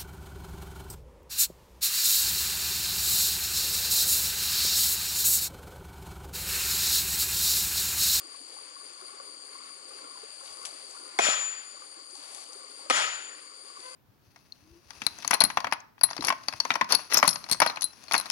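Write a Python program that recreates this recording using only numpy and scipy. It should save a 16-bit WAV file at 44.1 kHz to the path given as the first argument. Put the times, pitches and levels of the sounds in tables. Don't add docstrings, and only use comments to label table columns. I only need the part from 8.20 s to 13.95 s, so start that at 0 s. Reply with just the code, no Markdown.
import sys
import numpy as np
from scipy import signal
from scipy.fft import rfft, irfft, next_fast_len
from scipy.io import wavfile

SR = 44100
rng = np.random.default_rng(int(sys.argv[2]) if len(sys.argv) > 2 else 0)


def level_to_linear(level):
    exponent = np.asarray(level, float) / 20
    return 10 ** exponent


def int16_out(signal):
    q = np.round(np.clip(np.atleast_2d(signal).T, -1, 1) * 32767)
    wavfile.write(sys.argv[1], SR, q.astype(np.int16))


N = 253575

# start in seconds, swell of echoes in dB, ring of the steel in dB,
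# steel pitch in Hz, seconds until the head is pulled away, rise of the ring in seconds.
BLOWS = [
    (2.989, -21, -28, 7038, 0.32, .029),
    (4.699, -21, -33.5, 7037, 0.35, .022),
]
# start in seconds, mode of the post in Hz, level in dB, t60 in seconds.
JOLTS = [(2.9890, 5300, -14, .0015), (2.9890, 10300, -30, .004), (2.9890, 2170, -14.5, 0.014),
         (2.9922, 2250, -22, .014), (2.9912, 6200, -25, .004), (2.9915, 1150, -19, .012),
         (2.9890, 3400, -22, 0.015), (2.9891, 5000, -31, .008), (2.9891, 7000, -22, .005),
         (2.9896, 6300, -29, 0.0071), (2.9884, 1300, -33, 0.0045), (2.9903, 3200, -36, 0.0066),
         (2.9912, 790, -14.5, 0.025), (2.99, 1028, -20, 0.05), (2.9940, 1500, -17, 0.009),
         (2.9915, 500, -21, 0.03), (2.9915, 290, -30, 0.017), (2.9968, 707, -17, 0.028),
         (2.9875, 3000, -36, .006), (3.001, 900, -25, .015), (3.0857, 680, -23.5, 0.019),
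         (3.0855, 490, -34, 0.0099), (4.6996, 2450, -15.5, 0.0075), (4.6998, 5400, -14, 0.0027),
         (4.6996, 8160, -23.5, 0.0044), (4.7012, 1080, -16.5, 0.014), (4.702, 1300, -21, 0.04),
         (4.7035, 3030, -25, 0.011), (4.7030, 540, -22, 0.022), (4.7068, 510, -23, .025),
         (4.7125, 2500, -25, .012), (4.7035, 4200, -25, .01), (4.7045, 1400, -23, .012),
         (4.6997, 9900, -26, .004), (4.7048, 5100, -23, .006), (4.7030, 270, -33, 0.07),
         (4.7066, 720, -21, 0.025), (4.7083, 1250, -18.5, 0.026), (4.7108, 2050, -23, 0.022),
         (4.7172, 1450, -26, 0.015)]
# time in seconds, loss left in dB,
# loss right in dB, half width in seconds, extra lag of the right port in radians.
DEAD_SIDES = [(3.016, 10, 8, .003, 0), (4.723, 6, 6, .002, 0), (4.78, 10, 10, .004, .8),
              (3.176, 3.5, 1, 0.024, 0.15), (3.312, 4.5, 3, .012, 0), (3.355, 7.5, 6, 0.019, -.3),
              (3.436, 11, 7, 0.024, .2), (3.54, 0.5, 5, 0.055, .3), (4.805, 10, 12, 0.014, 1.2),
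              (4.873, 11, 4, 0.009, .6), (4.91, 7, 0, .02, 1.3), (4.973, 10, 5, 0.0097, 0),
              (5.006, 11, 10, 0.015, .8), (5.04, 6, 3, .02, 0), (5.073, 12, 5, 0.0067, 0),
              (5.11, 14, 12, 0.008, 0), (5.2, 26, 10, 0.034, 2.0), (5.3, 8, 4, 0.013, 0)]
# mode in Hz, level in dB, t60 in seconds.
POST_VOICES = [
    [(1280, -15, 0.04), (2510, -15, 0.03), (2210, -19, .04), (3260, -18, .02), (3670, -18, 0.03)],
    [(1270, -13, 0.05), (1930, -16, 0.022), (2200, -18, .025), (2940, -19, .025), (3240, -20, .025),
     (3550, -19, .03)],
]
# frequency in Hz, level in dB.
ECHO_COLOUR = [(100, -78), (200, -18.5), (330, -17.5), (650, -1.5), (1000, -6), (1280, 0), (1760, 0),
               (2500, 0), (3600, -2), (5200, -6.5), (7500, -8.5), (9500, -18), (11300, -12.5)]
# frequency in Hz, change in dB per second.
ECHO_LOSS = [(150, -30), (400, -56), (1000, -9), (3000, -17), (5500, -38), (8000, -34), (11000, -56)]
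# frequency in Hz, likeness from 0 to 1.
ECHO_ALIKE = [(150, 0.93), (600, .96), (1200, .95), (2300, 0.85), (4000, 0.62), (5800, .5), (9000, 0.3)]
# strongest rustle in seconds, level in dB, rise in seconds, fall in seconds.
MOVES = [(.32, -56.5, 0.12, 0.12), (2.3, -53, .1, 0.13), (2.49, -51.5, 0.094, 0.077),
         (2.73, -53.5, 0.063, 0.13), (3.93, -58.5, 0.021, 0.18), (4.2, -49.5, 0.14, 0.059),
         (4.5, -61.5, 0.22, 0.18), (5.75, -54.5, 0.17, .1)]
# frequency in Hz, level in dB per Hz.
RUSTLE_COLOUR = [(300, -13), (700, 6), (1500, -6), (3000, -2), (6000, 0), (8000, 4), (11300, 5.5)]
# frequency in Hz, likeness from 0 to 1.
RUSTLE_ALIKE = [(300, 0.61), (11000, 0.77)]
# start in seconds, level in dB, low edge in Hz, high edge in Hz, t60 in seconds.
SNAPS = [(2.258, -41, 2000, 6000, .03), (2.277, -39, 1800, 4000, 0.022), (2.372, -36, 7000, 10000, .008),
         (2.4515, -28, 2200, 12100, 0.025), (2.4562, -28.5, 2200, 12200, 0.018),
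         (2.459, -36, 2500, 11000, .03), (2.462, -29, 6300, 8000, 0.03), (2.4622, -31, 9000, 11600, 0.03),
         (2.466, -38.5, 1500, 11000, 0.048), (2.71, -34, 6000, 9000, 0.035),
         (3.909, -36, 5000, 10000, .012), (3.954, -36, 4000, 8000, .015), (3.989, -46, 4000, 9000, .01),
         (4.148, -29, 5000, 14000, 0.013), (4.189, -50, 6000, 11000, .03), (4.324, -40, 5000, 11000, .01),
         (4.331, -35, 4000, 12000, .015), (5.603, -39.5, 2000, 9000, 0.021)]
# middle in seconds, level in dB.
PUFFS = [(2.319, -73), (2.449, -75), (3.07, -72), (4.719, -68), (4.86, -86), (5.598, -76)]
# start in seconds, peak in dB, pitch in Hz.
GURGLES = [(0.0543, -56, 1120), (0.1191, -51, 1130), (0.1446, -44.5, 1090), (0.386, -45.5, 1110),
           (0.5117, -48, 1130), (0.5641, -44.5, 1130), (0.612, -47, 1130), (0.8106, -47, 1130),
           (0.8894, -45.5, 1090), (0.9996, -40, 1130), (1.3528, -42, 1070), (1.709, -45.5, 1170),
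           (1.8427, -46.5, 1350), (1.956, -47, 1016), (1.9754, -48, 996), (2.0303, -51, 1130),
           (2.2099, -49, 1064), (2.4154, -45.5, 1075), (2.4553, -49, 1160), (2.7501, -43.5, 1130),
           (2.7716, -47, 1380), (3.5691, -45.5, 1130), (3.6209, -41.5, 1160), (4.1837, -44.5, 1130),
           (4.3079, -48, 1150), (4.4062, -48, 1170), (4.6092, -56, 1105), (5.3204, -47, 1180),
           (5.501, -44, 1130), (5.5699, -41, 1130)]
# start in seconds, peak in dB, pitch in Hz.
GLUGS = [(0.043, -51.5, 333), (0.204, -55, 276), (0.368, -47, 830), (0.82, -48.5, 372), (0.936, -54, 404),
         (1.0, -46.5, 532), (1.074, -51, 403), (1.341, -58, 336), (1.874, -54, 520), (1.976, -54, 830),
         (2.032, -44, 433), (2.23, -48.5, 536), (2.493, -51, 830), (2.825, -52, 363), (2.941, -54, 340),
         (3.543, -49, 584), (3.77, -53.5, 330), (3.928, -52, 367), (4.128, -50, 690), (4.294, -49.5, 497),
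         (4.354, -48.5, 398), (4.399, -53, 514), (4.661, -47, 584), (1.723, -56, 510), (2.392, -53, 490),
         (3.955, -47, 810), (3.98, -55, 292), (4.44, -51, 522), (5.463, -55, 524), (5.592, -54.5, 368)]
# multiple of its pitch, level in dB.
OVERTONES = [(1.26, -12), (1.95, -17), (2.5, -20)]
# time in seconds, level in dB.
FLOW = [(0, 4), (.15, -4.5), (.65, -4), (.9, 0), (1.5, -1.5), (1.86, 0.5), (2.1, -5), (2.4, 0.5),
        (2.58, -5.5), (2.85, 0), (3.65, -2.5), (4.45, -2), (5.2, 1), (5.5, -5.5), (5.75, -0.5)]
# mode in Hz, level to the pool in dB, t60 in seconds.
NARROW_PATTER = [(1130, 1.5, 0.049), (1228, -3.5, 0.027), (1025, -6.5, 0.072), (1416, -6.5, 0.039),
                 (2200, -6, 0.015)]
# mode in Hz, level to the pool in dB, t60 in seconds.
WIDE_PATTER = [(327.5, -6.5, 0.028), (417.7, -7, 0.06), (517, -4, 0.045), (720, -35, 0.027)]
# pitch in Hz, width in Hz, wing strokes per second,
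# stroke depth from 0 to 1, level to the chorus in dB, likeness at the ports from 0 to 1.
CHOIRS = [(4615, 246, 100, 0.04, -2, 0.71), (4671, 392, 140, 0.12, -1, 0.8), (7065, 650, 90, 0.06, -6, .6),
          (8735, 710, 100, 0.43, -4.5, 0.65)]
# pitch in Hz, width in Hz, wing strokes per second,
# stroke depth from 0 to 1, level to the chorus in dB, likeness at the ports from 0 to 1.
THROBBERS = [(9480, 580, 73, 0.02, -2, .7), (8840, 200, 140, .2, -6.5, .7)]
# time in seconds, throbs per second of the high one, of the low one.
THROB_PER_S = [(0, 4.33, 4.02), (1.2, 4.45, 4.16), (1.6, 4.65, 4.21), (5.75, 4.57, 4.69)]
# frequency in Hz, level in dB per Hz.
AIR_COLOUR = [(25, -44), (60, -30), (120, -21.5), (200, -16.5), (300, -7), (700, -2), (1600, -3),
              (3000, -3), (3900, -4), (5600, -7), (7800, -9.5), (10300, -6), (11300, -11.5)]
# frequency in Hz, likeness from 0 to 1.
AIR_ALIKE = [(100, 0.75), (300, 0.75), (700, 0.6), (1500, 0.65), (2500, .45), (5500, 0.3), (10000, 0.4)]
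# time in seconds, pitch in Hz, level in dB.
CROW = [(5.59, 495, -68), (5.63, 503, -63), (5.66, 510, -55), (5.7, 512, -56), (5.75, 514, -56)]
# multiple of the pitch, level in dB.
CROW_PARTIALS = [(1, -2), (2, 1.5), (3, -8), (4, -5), (5, -15)]
# frequency in Hz, loss in dB.
DULLER = [(100, 3), (250, 0.5), (600, 2.5), (1100, 4), (2000, 5), (3600, 8.5), (6400, 10.5), (11400, 10.5)]
# frequency in Hz, phase lead in radians.
LEAD = [(60, 0.25), (290, 1.33), (500, 1.72), (1100, 1.93), (2500, 1.82), (11000, 1.67)]

POST_LAG_S, STEEL_LAG_RAD = 1.6e-5, .6
THUD_S, THUD_HZ, THUD_DB, THUD_T60_S = 3.0845, 215, -38, .025
STEEL_LOSS_DB_PER_S, STEEL_AWAY_DB_PER_S, STEEL_SAG_HZ_PER_S = 24, 53, 14.1
GROUND_DB = -11, -6
GROUND_RISE_S, GROUND_T60_S = .006, 0.11
TRUNKS_RISE_S, TRUNKS_T60_S = 0.088, .5
FAR_DB, FAR_T60_S = -10, 1.253
VOICE_LOSS_DB_PER_S = 35
NARROW_DB, WIDE_DB, POOL_SWAY_DB = -64, -62.5, 2.2
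POOL_ALIKE = .75
SPLASHES_PER_S, SPLASH_DB, SPLASH_CYCLES = 65, -70, 40.0
CHORUS_DB, CHORUS_SWAY_DB = -53.5, 0.04
THROB_GAP_TURNS, THROB_DEPTH_DB = .25, (-13, -9)
DUCK_DB, DUCK_AFTER_S, DUCK_RECOVER_S = 2, 0.082, 0.4
BASS_CUT_HZ = 250


def rms_one(x):
    return x / np.sqrt(np.mean(x ** 2) + 1e-20)


def in_time(rows, off=None):
    s, *columns = np.transpose(rows)
    return [np.interp(np.arange(N) / SR, s, c, off, off) for c in columns]


def at_hz(points, hz):
    points_hz, values = np.transpose(points)
    return np.interp(np.log(hz), np.log(points_hz), values)


def age_after(s):
    return np.maximum(np.arange(N) / SR - s, 0)


def drift(rate, count=N):
    r = np.exp(-80 * np.pi * rate / SR)
    noise = rng.standard_normal(N // 40 + 2002)
    slow = signal.lfilter([1], [1, -2 * r, r * r], noise)[2000:]
    return np.interp(np.arange(count) / 40, np.arange(len(slow)), rms_one(slow))


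def ring(clicks, hz, t60):
    r, w = level_to_linear(-60 / (t60 * SR)), 2 * np.pi * hz / SR
    return signal.lfilter([0, np.sin(w)], [1, -2 * r * np.cos(w), r * r], clicks + 1e-18)


def band(x, low_hz, high_hz):
    return signal.sosfilt(signal.butter(2, [low_hz, high_hz], "band", fs=SR, output="sos"), x)


def bass_cut(x):
    return signal.sosfilt(signal.butter(4, BASS_CUT_HZ, "high", fs=SR, output="sos"), x)


def ports(pair, alike):
    alike = np.clip(alike, 0, 1)
    return np.array([pair[0], alike * pair[0] + np.sqrt(1 - alike ** 2) * pair[1]])


def grains(per_s, spread_db, shape):
    sizes = level_to_linear(spread_db * np.minimum(rng.exponential(1, shape), 5)) * rng.choice([-1, 1], shape)
    return rms_one(sizes * (rng.random(shape) < per_s / SR))


def coloured(source, band_db, alike, from_octave=0):
    out, edges = 0, 22 * 2 ** np.arange(from_octave, 9.4, 1 / 3)
    for k, (low, high) in enumerate(zip(edges, edges[1:])):
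        hz = np.sqrt(low * high)
        out = out + level_to_linear(band_db(hz)) * ports(band(source[k % 2], low, high), at_hz(alike, hz))
    return out


def place(out, s, sound):
    at, out = round(s * SR), out.copy()
    out[..., at:at + sound.shape[-1]] += sound[..., :N - at]
    return out


def blows():
    out, click = np.zeros(N), 1. * (np.arange(4000) == 0)
    for s, hz, db, t60 in JOLTS:
        out = place(out, s, level_to_linear(db) * ring(click, hz, t60))
    thud = level_to_linear(THUD_DB) * band(ring(click, THUD_HZ, THUD_T60_S), 144, 600)
    out = place(bass_cut(bass_cut(out)), THUD_S, thud)
    late = np.interp(np.arange(N) - POST_LAG_S * SR, np.arange(N), out)
    return np.array([out, late]) * level_to_linear([[-.5], [1.6]])


def steel():
    t, out, turning = np.arange(N) / SR, 0, 0
    for s, left_db, right_db, width, lag in DEAD_SIDES:
        turning = turning + np.exp(-((t - s) / width) ** 2) * np.array([[left_db], [right_db], [lag]])
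    lags = np.array([0 * t, STEEL_LAG_RAD + turning[2]])
    for s, _, db, hz, away_s, rise_s in BLOWS:
        age = age_after(s)
        fade_db = -STEEL_LOSS_DB_PER_S * age - STEEL_AWAY_DB_PER_S * np.maximum(age - away_s, 0)
        turns = (hz - STEEL_SAG_HZ_PER_S * age / 2) * age
        swell = 1 - np.exp(-(age / rise_s) ** 2)
        out = out + level_to_linear(db + fade_db) * swell * np.sin(2 * np.pi * turns - lags)
    return np.sqrt(2) * level_to_linear(-turning[:2]) * out


def answer(age, ground_db):
    forest = level_to_linear(-120 * age / TRUNKS_T60_S) + level_to_linear(2 * FAR_DB - 120 * age / FAR_T60_S)
    late = 1 - np.exp(-(age / TRUNKS_RISE_S) ** 3)
    gather = 1 - np.exp(-(age / GROUND_RISE_S) ** 2)
    soil = gather * level_to_linear(2 * ground_db - 120 * age / GROUND_T60_S)
    return np.sqrt(soil + late * forest)


def echoes():
    out = np.zeros((2, N))
    age = np.arange(round(.8 * SR)) / SR
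    for (s, swell_db, *_), tilt_db, voice, ground_db in zip(BLOWS, (.1, -.5), POST_VOICES, GROUND_DB):
        trunks = grains(6000, 2.1, (2, 2, len(age)))

        def band_db(hz):
            clumps_db = 1.5 * drift(45, count=len(age))
            colour = at_hz(ECHO_COLOUR, hz) + tilt_db * abs(np.log2(hz / 1800))
            return colour + at_hz(ECHO_LOSS, hz) * (age - .08) + clumps_db
        swell = rms_one(coloured(trunks, band_db, ECHO_ALIKE, from_octave=2))
        for hz, db, t60 in voice:
            mode = rms_one(band(ring(trunks[0], hz, t60), hz / 2, hz * 2))
            fade = level_to_linear(db - VOICE_LOSS_DB_PER_S * (age - 0.33))
            swell = swell + fade * ports(mode, at_hz(ECHO_ALIKE, hz))
        swell = swell / np.sqrt(np.mean(band(swell[0], 900, 3800) ** 2))
        out = place(out, s, swell * level_to_linear(swell_db) * answer(age, ground_db))
    return out


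def swing():
    t = np.arange(N) / SR
    return sum(level_to_linear(db - 10 * np.where(t < s, (s - t) / rise, (t - s) / fall))
               for s, db, rise, fall in MOVES)


def leaves():
    clicks = grains(5000, 3.5, (2, 2, N))
    crackle = coloured(clicks, lambda hz: at_hz(RUSTLE_COLOUR, hz), RUSTLE_ALIKE, from_octave=4)
    out = swing() * level_to_linear(3.0 + 2.0 * drift(25)) * rms_one(crackle)
    t = np.arange(3000) / SR
    for s, db, low_hz, high_hz, t60 in SNAPS:
        snap = band(rng.standard_normal((2, len(t))) * level_to_linear(-60 * t / t60), low_hz, high_hz)
        out = place(out, s, level_to_linear(db) * ports(snap, 0.88))
    return out


def puffs():
    out, swell = np.zeros((2, N)), np.hanning(2200)
    for s, db in PUFFS:
        push = rms_one(band(rng.standard_normal((2, len(swell))), 16, 195))
        out = place(out, s - .025, level_to_linear(db) * swell * push)
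    return out


def bubble(hz, cycles):
    t = np.arange(round(4 * cycles / hz * SR)) / SR * hz / cycles
    return np.e * 3 * t * np.exp(-3 * t) * np.sin(2 * np.pi * cycles * t * (1 + .01 * t))


def clear_bubbles(rows, cycles):
    out = np.zeros((2, N))
    for (s, db, hz), chance_db in zip(rows, rng.normal(0, 4, (len(rows), 3))):
        plop = np.pad(bubble(hz, cycles), (0, SR // 10))
        for (k, level_db), luck_db in zip(OVERTONES, chance_db):
            overtone = bubble(k * hz, cycles)
            plop[:len(overtone)] += level_to_linear(level_db + luck_db) * overtone
        out = place(out, max(s - .002, 0), level_to_linear(db - 1.5) * plop)
    return out


def patter(modes, pool_db):
    out, pool_db = 0, pool_db + POOL_SWAY_DB * drift(2.8)
    for hz, db, t60 in modes:
        mode = rms_one(ring(ring(grains(350, 3.6, N), hz, t60 / 3), hz, t60))
        out = out + level_to_linear(pool_db + db) * ports([mode, mode[::-1]], POOL_ALIKE)
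    return out


def splashes():
    drops, dealt = grains(SPLASHES_PER_S, 4.2, N), rng.integers(0, 12, N)
    pitches = np.geomspace(597, 3570, 12)
    splash = sum(ring(drops * (dealt == k), hz, SPLASH_CYCLES / hz) for k, hz in enumerate(pitches))
    return rms_one(ports([splash, np.roll(splash, N // 2)], POOL_ALIKE))


def brook():
    flow_db, = in_time(FLOW)
    clear = clear_bubbles(GURGLES, cycles=13.0) + clear_bubbles(GLUGS, cycles=7.0)
    faint = patter(NARROW_PATTER, NARROW_DB + flow_db) + patter(WIDE_PATTER, WIDE_DB + flow_db)
    return clear + faint + level_to_linear(SPLASH_DB + flow_db) * splashes()


def choir(hz, width_hz, per_s, depth, db, alike):
    strokes = np.cos(2 * np.pi * per_s * np.cumsum(1 + 0.0275 * drift(2.8)) / SR)
    buzz = rng.standard_normal((2, N)) * (1 + np.clip(depth, 0, 1) * strokes) * level_to_linear(0.25 * drift(26))
    buzz = band(band(buzz, hz - width_hz / 2, hz + width_hz / 2), hz - width_hz, hz + width_hz)
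    return level_to_linear(db) * ports(rms_one(buzz), alike)


def insects():
    out = sum(choir(*row) for row in CHOIRS)
    for singer, per_s, depth_db in zip(THROBBERS, in_time(THROB_PER_S), THROB_DEPTH_DB):
        turn = np.cos(2 * np.pi * (np.cumsum(per_s) / SR - THROB_GAP_TURNS))
        pause = np.clip((turn + .3) / 1.3, 0, 1) ** 1.5
        out = out + level_to_linear(depth_db * pause) * choir(*singer)
    return out


def air():
    together = drift(5)

    def band_db(hz):
        flicker_db = np.clip(1500 / hz, .8, 2.5) * drift(6.4) + 1.3 * together
        return at_hz(AIR_COLOUR, hz) + flicker_db
    noise = rng.standard_normal((2, 2, N))
    return level_to_linear(-3.5) * rms_one(coloured(noise, band_db, AIR_ALIKE)) * level_to_linear([[0], [3]])


def rooster():
    hz, db = in_time(CROW)
    turn = 2 * np.pi * np.cumsum(hz) / SR
    call = sum(level_to_linear(level_db + 3 * drift(20)) * np.sin(k * turn) for k, level_db in CROW_PARTIALS)
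    return level_to_linear(db) * call * (np.arange(N) > CROW[0][0] * SR)


def ducking():
    out = 0
    for s, *_ in BLOWS:
        age = np.maximum(age_after(s) - DUCK_AFTER_S, 0) / DUCK_RECOVER_S
        out = out - DUCK_DB * np.e * age * np.exp(-age) * np.exp(-(age / 3) ** 2)
    return out


def scene():
    near = blows() + steel() * level_to_linear([[0], [1.5]]) + echoes() + leaves() + puffs()
    chorus = level_to_linear(CHORUS_DB + CHORUS_SWAY_DB * drift(0.46)) * (insects() + air())
    return near + level_to_linear(ducking()) * (chorus + bass_cut(brook())) + rooster()


def band_limit(x):
    return signal.sosfilt(signal.butter(12, 12040, fs=SR, output="sos"), x)


def record(dry):
    size = next_fast_len(N + 4096)
    hz = np.maximum(np.arange(size // 2 + 1) * SR / size, 1)
    right = level_to_linear(-at_hz(DULLER, hz)) * np.exp(1j * at_hz(LEAD, hz))
    top = level_to_linear(np.interp(hz, [11030, 11120, 11700, 15000], [0, -40, -50, -80]))
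    flat_sum = np.sqrt((1 + np.abs(right) ** 2) / 4)
    pair = top * np.array([np.ones_like(right), right]) / flat_sum
    mix = irfft(rfft(dry, size) * pair, size)[:, :N]
    return band_limit(mix)


dry = scene()
out = record(dry)
int16_out(out)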